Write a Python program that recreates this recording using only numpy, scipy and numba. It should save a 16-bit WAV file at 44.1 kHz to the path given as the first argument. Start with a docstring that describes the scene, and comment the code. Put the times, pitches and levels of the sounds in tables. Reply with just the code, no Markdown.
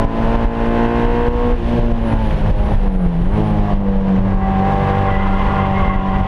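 """Inside a four-cylinder car on a circuit: the engine pulls at full throttle over road rumble and gas noise.
The throttle shuts, the exhaust burbles up and the brakes squeal thinly; a blipped downshift drags the engine up.
Then the tyres scrub and chirp through a corner on the limit.
The engine is a sum of multiples of its cycle rate; squeals are tones in noise bands, the rest is shaped noise.
Jolts from the road push a gain control down throughout, and everything swells back after each."""
import sys
import numpy as np
from scipy import signal
from scipy.fft import rfft, irfft, next_fast_len
from scipy.io import wavfile
from scipy.ndimage import uniform_filter1d
from numba import njit

SR = 44100
rng = np.random.default_rng(int(sys.argv[2]) if len(sys.argv) > 2 else 0)


def generate_wav(signal):
    """Clip the signal to [-1, 1] and save it as 16-bit WAV at the path in sys.argv[1]."""
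    frames = np.transpose(np.atleast_2d(signal))
    scaled = np.clip(frames, -1, 1) * 32767
    pcm = np.round(scaled).astype(np.int16)
    wavfile.write(sys.argv[1], SR, pcm)


def linear_from_db(decibels):
    """Turn decibels (scalar or array-like) into linear amplitude factors; 0 gives 1."""
    return 10 ** (np.asarray(decibels, float) / 20)


N = 276507
TIME = np.arange(N) / SR


def columns(table):
    """Linear interpolation: every column after the time becomes a value per sample."""
    s, *rest = np.transpose(table)
    return [np.interp(TIME, s, column) for column in rest]


def unit(x):
    """Normalisation: the signal scaled to rms 1."""
    return x / np.sqrt(np.mean(x ** 2))


def walk(rate):
    """Low-pass noise: random levels, rate per second, smoothed by two moving averages; rms 1."""
    hold = int(SR / rate)
    levels = np.repeat(rng.standard_normal(N // hold + 1), hold)
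    smooth = uniform_filter1d(uniform_filter1d(levels, hold), hold)
    return unit(smooth[:N])


def coloured(points):
    """Spectral shaping: white noise filtered to a spectrum of (Hz, relative dB per Hz) points; rms 1."""
    size = next_fast_len(N)
    hz, db = np.transpose(points)
    bins_hz = np.arange(size // 2 + 1) * SR / size
    gain = linear_from_db(np.interp(np.log(bins_hz + 1), np.log(hz), db, right=-200))
    return unit(irfft(rfft(rng.standard_normal(size)) * gain, size)[:N])


def whine(hz, width_hz, rough):
    """Narrow-band noise: a steady tone on a moving pitch shares its power with a band around it."""
    turn = 2 * np.pi * np.cumsum(hz) / SR
    rough = np.clip(rough, 0, 1)  # share of the power in the noise band
    band = walk(width_hz) * np.cos(turn) + walk(width_hz) * np.sin(turn)
    steady = np.sin(turn + 2 * np.pi * rng.random())
    return np.sqrt(2 * (1 - rough)) * steady + np.sqrt(rough) * band


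def bursts(table, waver):
    """Amplitude envelope: short tones swell and fade around their time, on a wavering pitch."""
    turn = 2 * np.pi * np.cumsum(waver) / SR
    out = np.zeros(N)
    for s, hz, length, db in table:
        span = slice(int((s - length) * SR), int((s + length) * SR))
        swell = np.exp(-(2 * (TIME[span] - s) / length) ** 4)
        out[span] += linear_from_db(db) * swell * np.sqrt(2) * np.sin(hz * turn[span])
    return out


def cabin_resonance():
    """Room modes: the gain of the cabin at each whole Hz, a sum of resonance peaks in dB."""
    # cabin resonances: centre_hz, width_hz, lift_db
    booms = [(281.8, 4.8, 6), (350.7, 8, 4.5), (478.8, 27.6, 11.5), (580, 12, 3.5), (1635, 220, 1.5)]
    scale = np.arange(3000.)
    return scale, linear_from_db(sum(db / (1 + (2 * (scale - f) / width) ** 2) for f, width, db in booms))


def engine():
    """Harmonic synthesis: cyclic firing sounds multiples of the cycle rate, governed by load and cabin modes."""
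    # four-stroke cycle rate: start_s, rate_hz
    speed = [(0.0, 55.9), (0.2, 56.6), (0.33, 57.45), (0.47, 57.8), (0.55, 57.45), (0.68, 58.0),
             (0.96, 58.6), (1.1, 59.2), (1.24, 59.6), (1.33, 60.2), (1.53, 60.35), (1.58, 59.0),
             (1.65, 57.9), (1.72, 59.15), (1.87, 58.55), (1.95, 58.0), (2.2, 55.3), (2.3, 52.9),
             (2.42, 51.5), (2.52, 51.65), (2.72, 51.1), (2.84, 49.2), (3.05, 44.5), (3.16, 41.7),
             (3.25, 44.4), (3.34, 52.2), (3.41, 53.8), (3.56, 51.95), (3.84, 49.1), (4.0, 48.25),
             (4.15, 47.7), (4.28, 48.35), (4.4, 47.85), (4.48, 48.15), (4.61, 47.9), (4.68, 48.85),
             (4.75, 49.05), (4.88, 48.7), (4.99, 49.05), (5.15, 48.25), (5.24, 48.6), (5.36, 48.45),
             (5.47, 49.0), (5.6, 48.5), (5.95, 47.85), (6.27, 48.05)]
    # engine effort: start_s, load_db (relative to full throttle), firing_db (level of the firing tone)
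    effort = [(0.0, -3, -24.5), (0.3, -1, -17), (1.22, 0.5, -15.5), (1.545, 0, -14.5), (1.58, -17, -22),
              (1.63, -20, -22), (1.69, -16, -17), (1.76, -12, -16), (1.95, -20, -16), (2.15, -1, -17),
              (2.44, -25, -23.5), (2.76, -15, -22), (3.05, -2.5, -8), (3.17, -23.5, -11),
              (3.33, -7.5, -20.5), (3.41, -10.5, -15.5), (3.72, -3.5, -14), (3.8, -14, -16),
              (4.14, -13.5, -11.5), (4.3, -6, -16), (4.49, -4, -14), (4.61, -2.5, -14.5), (4.67, -0.5, -16),
              (4.85, -1, -20.5), (5.08, -0.5, -21), (5.16, -1, -15), (5.3, -6, -16.5), (5.5, -2, -20),
              (6.05, -4.5, -16), (6.27, -4, -19)]
    # all other multiples of the cycle rate: multiple, high_gear_db, low_gear_db
    orders = [(1, -15, -6.5), (3, -17, -3.5), (5, -8, -24), (6, -10, -15.5), (7, -16, -22), (8, -8, -10.5),
              (9, -17, -28), (11, -16, -19), (12, -7, -9), (13, -22.5, -19), (14, -12.5, -16),
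              (15, -10, -24), (17, -18, -19), (18, -9.5, -14), (19, -17.5, -20), (20, -26, -13),
              (21, -23, -25), (22, -27, -11), (23, -25, -19), (24, -27, -16), (25, -22, -29),
              (26, -23, -38), (27, -23, -27), (28, -35, -32), (29, -24, -33), (30, -26, -28),
              (31, -40, -38), (32, -25, -27), (33, -30, -30), (34, -28, -20), (36, -26, -31),
              (38, -35, -25), (41, -31, -28), (42, -33, -29), (43, -36, -40), (44, -40, -30),
              (45, -28, -40), (46, -35, -34), (48, -36, -37), (49, -32, -39), (50, -36, -35),
              (53, -36, -38), (54, -38, -33), (55, -37, -38)]
    # clean strong multiples (shaft beat, panel drumming, firing octave, third firing tone):
    # multiple, follow (dB lost per dB of load)
    strong = [(3, 2), (6, 2.5), (8, 1.5), (12, 2)]
    # multiples that keep sounding with the throttle shut: multiple, level_db
    coasting_table = [(3, -31), (6, -31.5), (8, -36.5), (12, -36), (14, -41), (18, -42.5)]
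    # multiples while the wheels drag the engine up: multiple, start_db, end_db
    dragged_table = [(3, -19, -19), (6, -25.5, -22), (8, -28, -40), (12, -31.5, -30), (14, -34, -24.5),
                     (20, -42.5, -38.5)]
    # three clean multiples with a life of their own:
    # start_s, crank_db (multiple 2), exhaust_growl_db (multiple 10), intake_howl_db (multiple 16)
    voices = [(0.0, -26, -31.5, -40), (0.25, -24.5, -26.5, -30.5), (0.7, -21.5, -25.5, -33.5),
              (0.95, -22.5, -28, -26), (1.2, -22.5, -34, -22), (1.45, -38, -25.5, -30.5),
              (1.58, -32, -39, -45), (1.74, -19, -21, -39), (1.95, -25, -31, -45), (2.2, -21, -29, -24.5),
              (2.5, -21, -32, -41), (2.7, -33, -33.5, -29.5), (2.85, -38, -25.5, -49),
              (3.0, -41, -24.5, -35.5), (3.25, -28, -35, -41), (3.4, -18.5, -27, -33),
              (3.55, -15.5, -29, -24.5), (3.72, -16, -34, -34.5), (3.85, -22.5, -23, -37.5),
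              (4.15, -31.5, -30, -40.5), (4.3, -20.5, -40.5, -31.5), (4.45, -21, -43.5, -18),
              (4.6, -19, -29.5, -17.5), (4.75, -19.5, -22, -20), (5.08, -16, -24.5, -17.5),
              (5.2, -21.5, -34.5, -21.5), (5.5, -23, -34.5, -24), (5.65, -20, -36.5, -21.5),
              (5.9, -23, -39, -25), (6.27, -21.5, -41, -19)]
    # rasp of the multiples above the 24th: start_s, gain_db
    rasp_table = [(0.0, -3), (0.5, 0), (0.95, 4), (1.26, 2.5), (1.33, -2), (1.7, 1), (4.4, 1), (4.8, 1.5),
                  (5.15, 0.5), (5.35, -7)]
    shift_s = 3.22, 3.36  # clutch out and in again
    lift_s, overrun_end_s = 1.55, 2.85  # throttle shut, from and to
    drag_s = 3.36, 3.75  # the clutch bites in the low gear and the wheels drag the engine up
    burble_s, burble_length_s, burble_db = 1.76, .07, 7.5  # the exhaust burbles up once after the lift
    full_load_db = -18  # added to every order

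    (hz,), (load_db, firing_db) = columns(speed), columns(effort)
    follows, coasting = ({round(k): v for k, v in table} for table in (strong, coasting_table))
    dragged = {round(k): np.interp(TIME, drag_s, v) for k, *v in dragged_table}
    rasp, = linear_from_db(columns(rasp_table))
    pops_db = 1.8 * walk(35)  # uneven burning shakes the multiples together
    overrun = np.clip(np.minimum(TIME - lift_s, overrun_end_s - TIME) / 0.057, 0, 1)
    drag = np.clip(np.minimum(TIME - drag_s[0], drag_s[1] - TIME) / 0.024, 0, 1)
    slack = np.maximum(overrun, drag)
    shut = np.clip(-load_db / 9, 0, 1)  # how far the throttle is closed
    shut = shut * linear_from_db(burble_db * np.exp(-((TIME - burble_s) / burble_length_s) ** 2))
    scale_hz, cabin_gain = cabin_resonance()

    # four firings per cycle
    out = linear_from_db(firing_db) * whine(4 * hz, width_hz=22, rough=0.027 + 0.1 * overrun + .12 * drag)
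    for k, db in zip((2, 10, 16), columns(voices)):
        size = linear_from_db(db + 1.0 * walk(9) + slack * pops_db)
        out = out + size * whine(k * hz, width_hz=22, rough=0.027 + 0.1 * overrun)
    for k, high_db, low_db in orders:
        k = round(k)
        gear_db = np.interp(TIME, shift_s, (high_db, low_db))
        size = linear_from_db(full_load_db + follows.get(k, 1) * load_db + gear_db + 0.9 * walk(5.9))
        if k > 24:
            size = size * rasp
        if k in coasting:
            size = np.hypot(size, shut * linear_from_db(coasting[k] + pops_db + 2.5 * walk(11)))
        if k in dragged:
            size = np.hypot(size, drag * linear_from_db(dragged[k] + pops_db + 1.5 * walk(8)))
        if k in follows:
            rough = 0.027 + 0.2 * overrun + 0.15 * drag
        else:
            rough = .03 + .2 * slack
        resonance = np.interp(k * hz, scale_hz, cabin_gain)
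        out = out + size * resonance * whine(k * hz, width_hz=21, rough=rough)
    cycle = 2 * np.pi * np.cumsum(hz) / SR  # phase of the engine cycle (rad)
    return out, cycle


def jolts(push_s=0.0026, thud_s=0.0022, boom_hz=30, boom_s=0.032, boom=0.74, click_db=-49, click_s=0.0023):
    """Impulse response: a bump squeezes the cabin air, a sharp click sounds at each jolt, then the body rings,
    damped."""
    # jolts from the road: start_s (time of the peak), peak_db, direction (up 1 or down -1)
    bumps = [(0.052, 4, -1), (0.458, 5.5, 1), (0.688, 3, -1), (1.056, 0, 1), (1.287, 6.5, -1),
             (1.556, 0.5, -1), (1.799, 5, -1), (1.922, 4.5, -1), (2.142, 3.5, 1), (2.358, -6, -1),
             (2.416, -2.5, -1), (2.514, 5.5, 1), (2.758, 4.5, 1), (2.883, 4.5, 1), (2.964, 5.5, -1),
             (3.067, 2.5, 1), (3.218, -1, -1), (3.409, -1.5, -1), (3.599, 1.5, -1), (3.741, 3, -1),
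             (3.95, -5, 1), (4.197, -0.5, 1), (4.349, 5, -1), (5.167, -6, 1), (5.47, 2.5, -1),
             (5.729, -1.5, -1), (5.962, 1.5, -1), (6.133, -3.5, 1), (6.213, -1.5, -1)]
    # spectrum of the sharp click at each jolt: frequency_hz, relative_db_per_hz
    click_spectrum = [(1500, -27), (3000, -6), (6000, -12.5), (12000, -25), (15000, -38.5)]
    out, click_noise = 0, linear_from_db(click_db) * coloured(click_spectrum)
    for s, db, direction in bumps:
        t = TIME - s
        rise = np.exp(-np.clip(t / push_s, -9, 0) ** 2)
        after = np.maximum(t, 0)
        thud = np.exp(-(after / thud_s) ** 2)
        ring = np.exp(-after / boom_s) * np.cos(2 * np.pi * boom_hz * t)
        push = np.sign(direction) * rise * ((1 - boom) * thud + boom * ring)
        click = np.exp(-np.abs(t) / click_s) * click_noise
        out = out + linear_from_db(db) * (push + click)
    return out


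def tyres():
    """Stick-slip friction: tread blocks give smeared squeals at their own pitches, and short clearer chirps."""
    # tyres scrubbing in the corner: start_s, level_db
    scrub = [(4.3, -35), (4.8, -32), (5.1, -24.5), (5.6, -23.5), (5.95, -24.5), (6.27, -27.5)]
    # pitches the tread judders and squeals at: pitch_hz, width_hz, level_db (relative to the scrub)
    tread = [(71.85, 45, 2), (976, 270, -4.5), (1053, 120, -6.5), (1120, 110, -8.5), (2702, 1800, -13),
             (1645, 700, -11.5), (1234, 70, -14), (1402, 83, -12), (1965, 90, -13.5), (2085, 90, -13.5)]
    # single chirps where a tread block sings out: centre_s, pitch_hz, length_s, level_db
    chirps = [(4.301, 1954, 0.075, -50), (4.45, 1975, 0.063, -36), (4.473, 1158, 0.1, -30.5),
              (4.83, 1172, 0.11, -29.5), (5.07, 1120, .08, -31), (5.149, 1972, 0.073, -27),
              (5.213, 1965, 0.047, -28.5), (5.207, 1430, 0.14, -35.5), (5.235, 2066, 0.062, -37),
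              (5.235, 1190, .05, -34), (5.36, 2076, .1, -38.5), (5.334, 1385, 0.065, -31),
              (5.41, 1032, 0.06, -31), (5.472, 1060, 0.04, -30), (5.585, 1056, 0.042, -31),
              (5.59, 980, 0.062, -26.5), (5.634, 2085, 0.079, -36.5), (5.644, 1034, 0.098, -31.5),
              (5.776, 2137, 0.075, -32.5), (5.834, 1097, 0.047, -16), (5.885, 2092, 0.11, -28),
              (5.915, 1096, 0.041, -19), (5.933, 1306, 0.051, -32), (6.04, 1000, 0.11, -26)]
    scrub_db, = columns(scrub)
    grip = np.clip((TIME - scrub[0][0]) / .2, 0, 1)  # the squeals fade in over 0.2 s
    chatter_db = 1.3 * walk(35)
    squeals = 0
    for hz, width_hz, db in tread:
        size = linear_from_db(scrub_db + db + chatter_db + 1.2 * walk(13))
        squeals = squeals + size * whine(hz * (1 + .008 * walk(14)), width_hz, rough=0.94)
    waver = 1 + .007 * walk(50)
    flutter = linear_from_db(.7 * chatter_db + 2.5 * walk(70))
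    return grip * squeals + flutter * bursts(chirps, waver)


def brakes():
    """Friction-induced vibration: pads sing faintly on the discs, a wavering core in a wide fuzz."""
    # brake squeal: start_s, centre_hz, level_db (of the core)
    squeal = [(1.95, 9610, -70), (2.11, 9800, -57), (2.2, 10400, -64), (2.32, 10900, -64),
              (2.45, 10160, -70), (2.7, 9880, -61), (2.8, 9936, -63), (3.05, 9920, -55), (3.12, 9850, -66),
              (3.48, 9500, -60), (3.65, 9700, -76)]
    hz, db = columns(squeal)
    pedal = np.clip(np.minimum(TIME - squeal[0][0], squeal[-1][0] - TIME) / 0.071, 0, 1)
    core = whine(hz * (1 + .008 * walk(30)), width_hz=350, rough=0.85)
    fuzz = linear_from_db(-1) * whine(hz, width_hz=1500, rough=0.92)
    return pedal * linear_from_db(db + 1.7 * walk(44) + 2.0 * walk(7.3)) * (core + fuzz)


def body_shell():
    """Structural resonance: the shell booms on its lowest note, a wandering narrow band."""
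    # the boom: start_s, pitch_hz, level_db
    body = [(0.0, 26.95, -19), (0.6, 26.17, -19), (1.15, 27.99, -21), (1.35, 26.45, -10.5),
            (1.55, 28.9, -13.5), (1.72, 29.08, -23), (1.85, 28.94, -16.5), (2.3, 25.53, -20),
            (2.65, 32.02, -18), (3.1, 31.07, -13.5), (3.45, 25.85, -26.5), (3.8, 27.26, -13.5),
            (4.15, 24.69, -21.5), (4.5, 23.84, -31), (5.0, 24.25, -26), (5.3, 27.12, -11),
            (5.7, 26.99, -25.5), (6.27, 26.45, -22)]
    hz, db = columns(body)
    return linear_from_db(db) * whine(hz, width_hz=8.2, rough=0.21)


def low_bursts():
    """Amplitude envelope: brief swells of the engine's third multiple near 155 Hz, road thuds near 100 Hz."""
    # low thuds and swells: centre_s, pitch_hz, length_s, level_db
    swells = [(2.255, 99.7, 0.05, -18.5), (2.345, 156, 0.073, -19), (2.46, 153, 0.17, -21.5),
              (2.59, 111.3, 0.041, -20), (2.745, 103.9, 0.072, -15), (4.22, 111.6, 0.12, -18.5),
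              (4.32, 89.5, .08, -21.5)]
    return bursts(swells, 1 + .03 * walk(30.03))


def road_rumble(level_db):
    """Random excitation: low-frequency road noise whose level comes in lumps."""
    # spectrum of the rumble: frequency_hz, relative_db_per_hz
    rumble_spectrum = [(10, -42.5), (18, 6), (24, 3), (33, 5), (45, 7), (70, -3), (130, -14), (250, -20),
                       (400, -61)]
    return linear_from_db(level_db + 1.5 * walk(6)) * coloured(rumble_spectrum)


def panels_and_gas(roar_db, cycle):
    """Amplitude modulation: panel drone and gas noise pulse with the engine cycle; hiss follows the roar."""
    # spectrum of the panel drone: frequency_hz, relative_db_per_hz
    drone_spectrum = [(50, -30.5), (90, -13.5), (160, -2), (250, -9), (350, -7.5), (600, -9.5),
                      (1050, -13.5), (1250, -22.5), (2000, -28.5), (3200, -56)]
    # spectrum of the gas noise: frequency_hz, relative_db_per_hz
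    gas_spectrum = [(600, -23.5), (1000, -7), (1300, -12.5), (1700, -7.5), (2200, -12.5), (3000, -12.5),
                    (4200, -23), (5000, -28.5), (6300, -33.5), (7500, -45), (11000, -74.5)]
    # spectrum of the hiss: frequency_hz, relative_db_per_hz
    hiss_spectrum = [(5000, -13.5), (7000, -3.5), (9500, -1.5), (12000, -9), (14000, -12), (15000, -29.5)]
    drone_db, drone_follows = -22, 0.39  # level at a roar of -33 dB; dB per dB of roar
    hiss_db, hiss_follows = -59, 1.1  # the same for the hiss
    shake = walk(40)  # drone, gas and hiss flicker together
    swing_db = roar_db + 33
    # cycle: once per engine cycle, 2: each crank turn, 4: each firing
    throb = 1 + .15 * np.cos(2 * cycle) + .1 * np.cos(cycle)
    puffs = 1 + 0.042 * np.cos(2 * cycle) + 0.049 * np.cos(4 * cycle) + 0.024 * np.cos(cycle)
    drone = linear_from_db(drone_db + drone_follows * swing_db + 0.5 * shake) * throb * coloured(drone_spectrum)
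    gas = linear_from_db(roar_db + 0.64 * shake + 0.73 * walk(150)) * puffs * coloured(gas_spectrum)
    hiss = linear_from_db(hiss_db + hiss_follows * swing_db + 0.73 * shake) * coloured(hiss_spectrum)
    return drone + gas + hiss


def cabin(cycle):
    """Superposition: road rumble, shell boom, low bursts, panel drone and gas noise add in the cabin."""
    # cabin noise: start_s, rumble_db, roar_db (gas roar)
    noise = [(0.0, -30.5, -38), (0.17, -15, -33.5), (1.15, -14.5, -30.5), (1.4, -7, -30.5),
             (1.62, -9.5, -31.5), (1.76, -11.5, -31), (1.95, -13, -34.5), (2.3, -14, -31.5),
             (2.45, -11, -35.5), (2.54, -8.5, -35.5), (2.72, -14, -36), (3.14, -15, -37), (3.32, -8.5, -38),
             (3.39, -21.5, -32), (3.52, -14, -35), (3.72, -21, -32.5), (3.8, -19.5, -39.5),
             (4.4, -18.5, -39), (4.75, -18.5, -34), (5.4, -25.5, -34.5), (5.62, -22.5, -37),
             (6.0, -12, -37.5), (6.27, -19, -36.5)]
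    rumble_db, roar_db = columns(noise)
    return road_rumble(rumble_db) + body_shell() + low_bursts() + panels_and_gas(roar_db, cycle)


def scene():
    """Superposition: all sources add at one point, the steady ones raised 3 dB against the jolts."""
    tones, cycle = engine()
    steady = tones + cabin(cycle) + tyres() + brakes()
    return (linear_from_db(3.0) * steady + jolts())[None]


@njit
def ride(x, top, attack, release_db):
    """Peak limiting: gain dives when a peak passes the top, and climbs back at a steady dB per sample."""
    y, gain, climb = np.empty(len(x)), 1., 10 ** (release_db / 20)
    for i in range(len(x)):
        if abs(x[i]) * gain > top:
            gain += attack * (top / abs(x[i]) - gain)
        else:
            gain = min(gain * climb, 1.)
        y[i] = gain * x[i]
    return y


def low_pass(x):
    """Removes everything above the highest recorded frequency."""
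    return signal.sosfilt(signal.butter(12, 14950, fs=SR, output="sos"), x)


def record(dry):
    """Automatic gain control: the level is ridden on the peaks, with a 0.6 ms attack and 44.5 dB/s release."""
    held = ride(dry[0], top=0.43, attack=1 / (.0006 * SR), release_db=44.5 / SR)
    return low_pass(held[None])


dry = scene()
out = record(dry)
generate_wav(out)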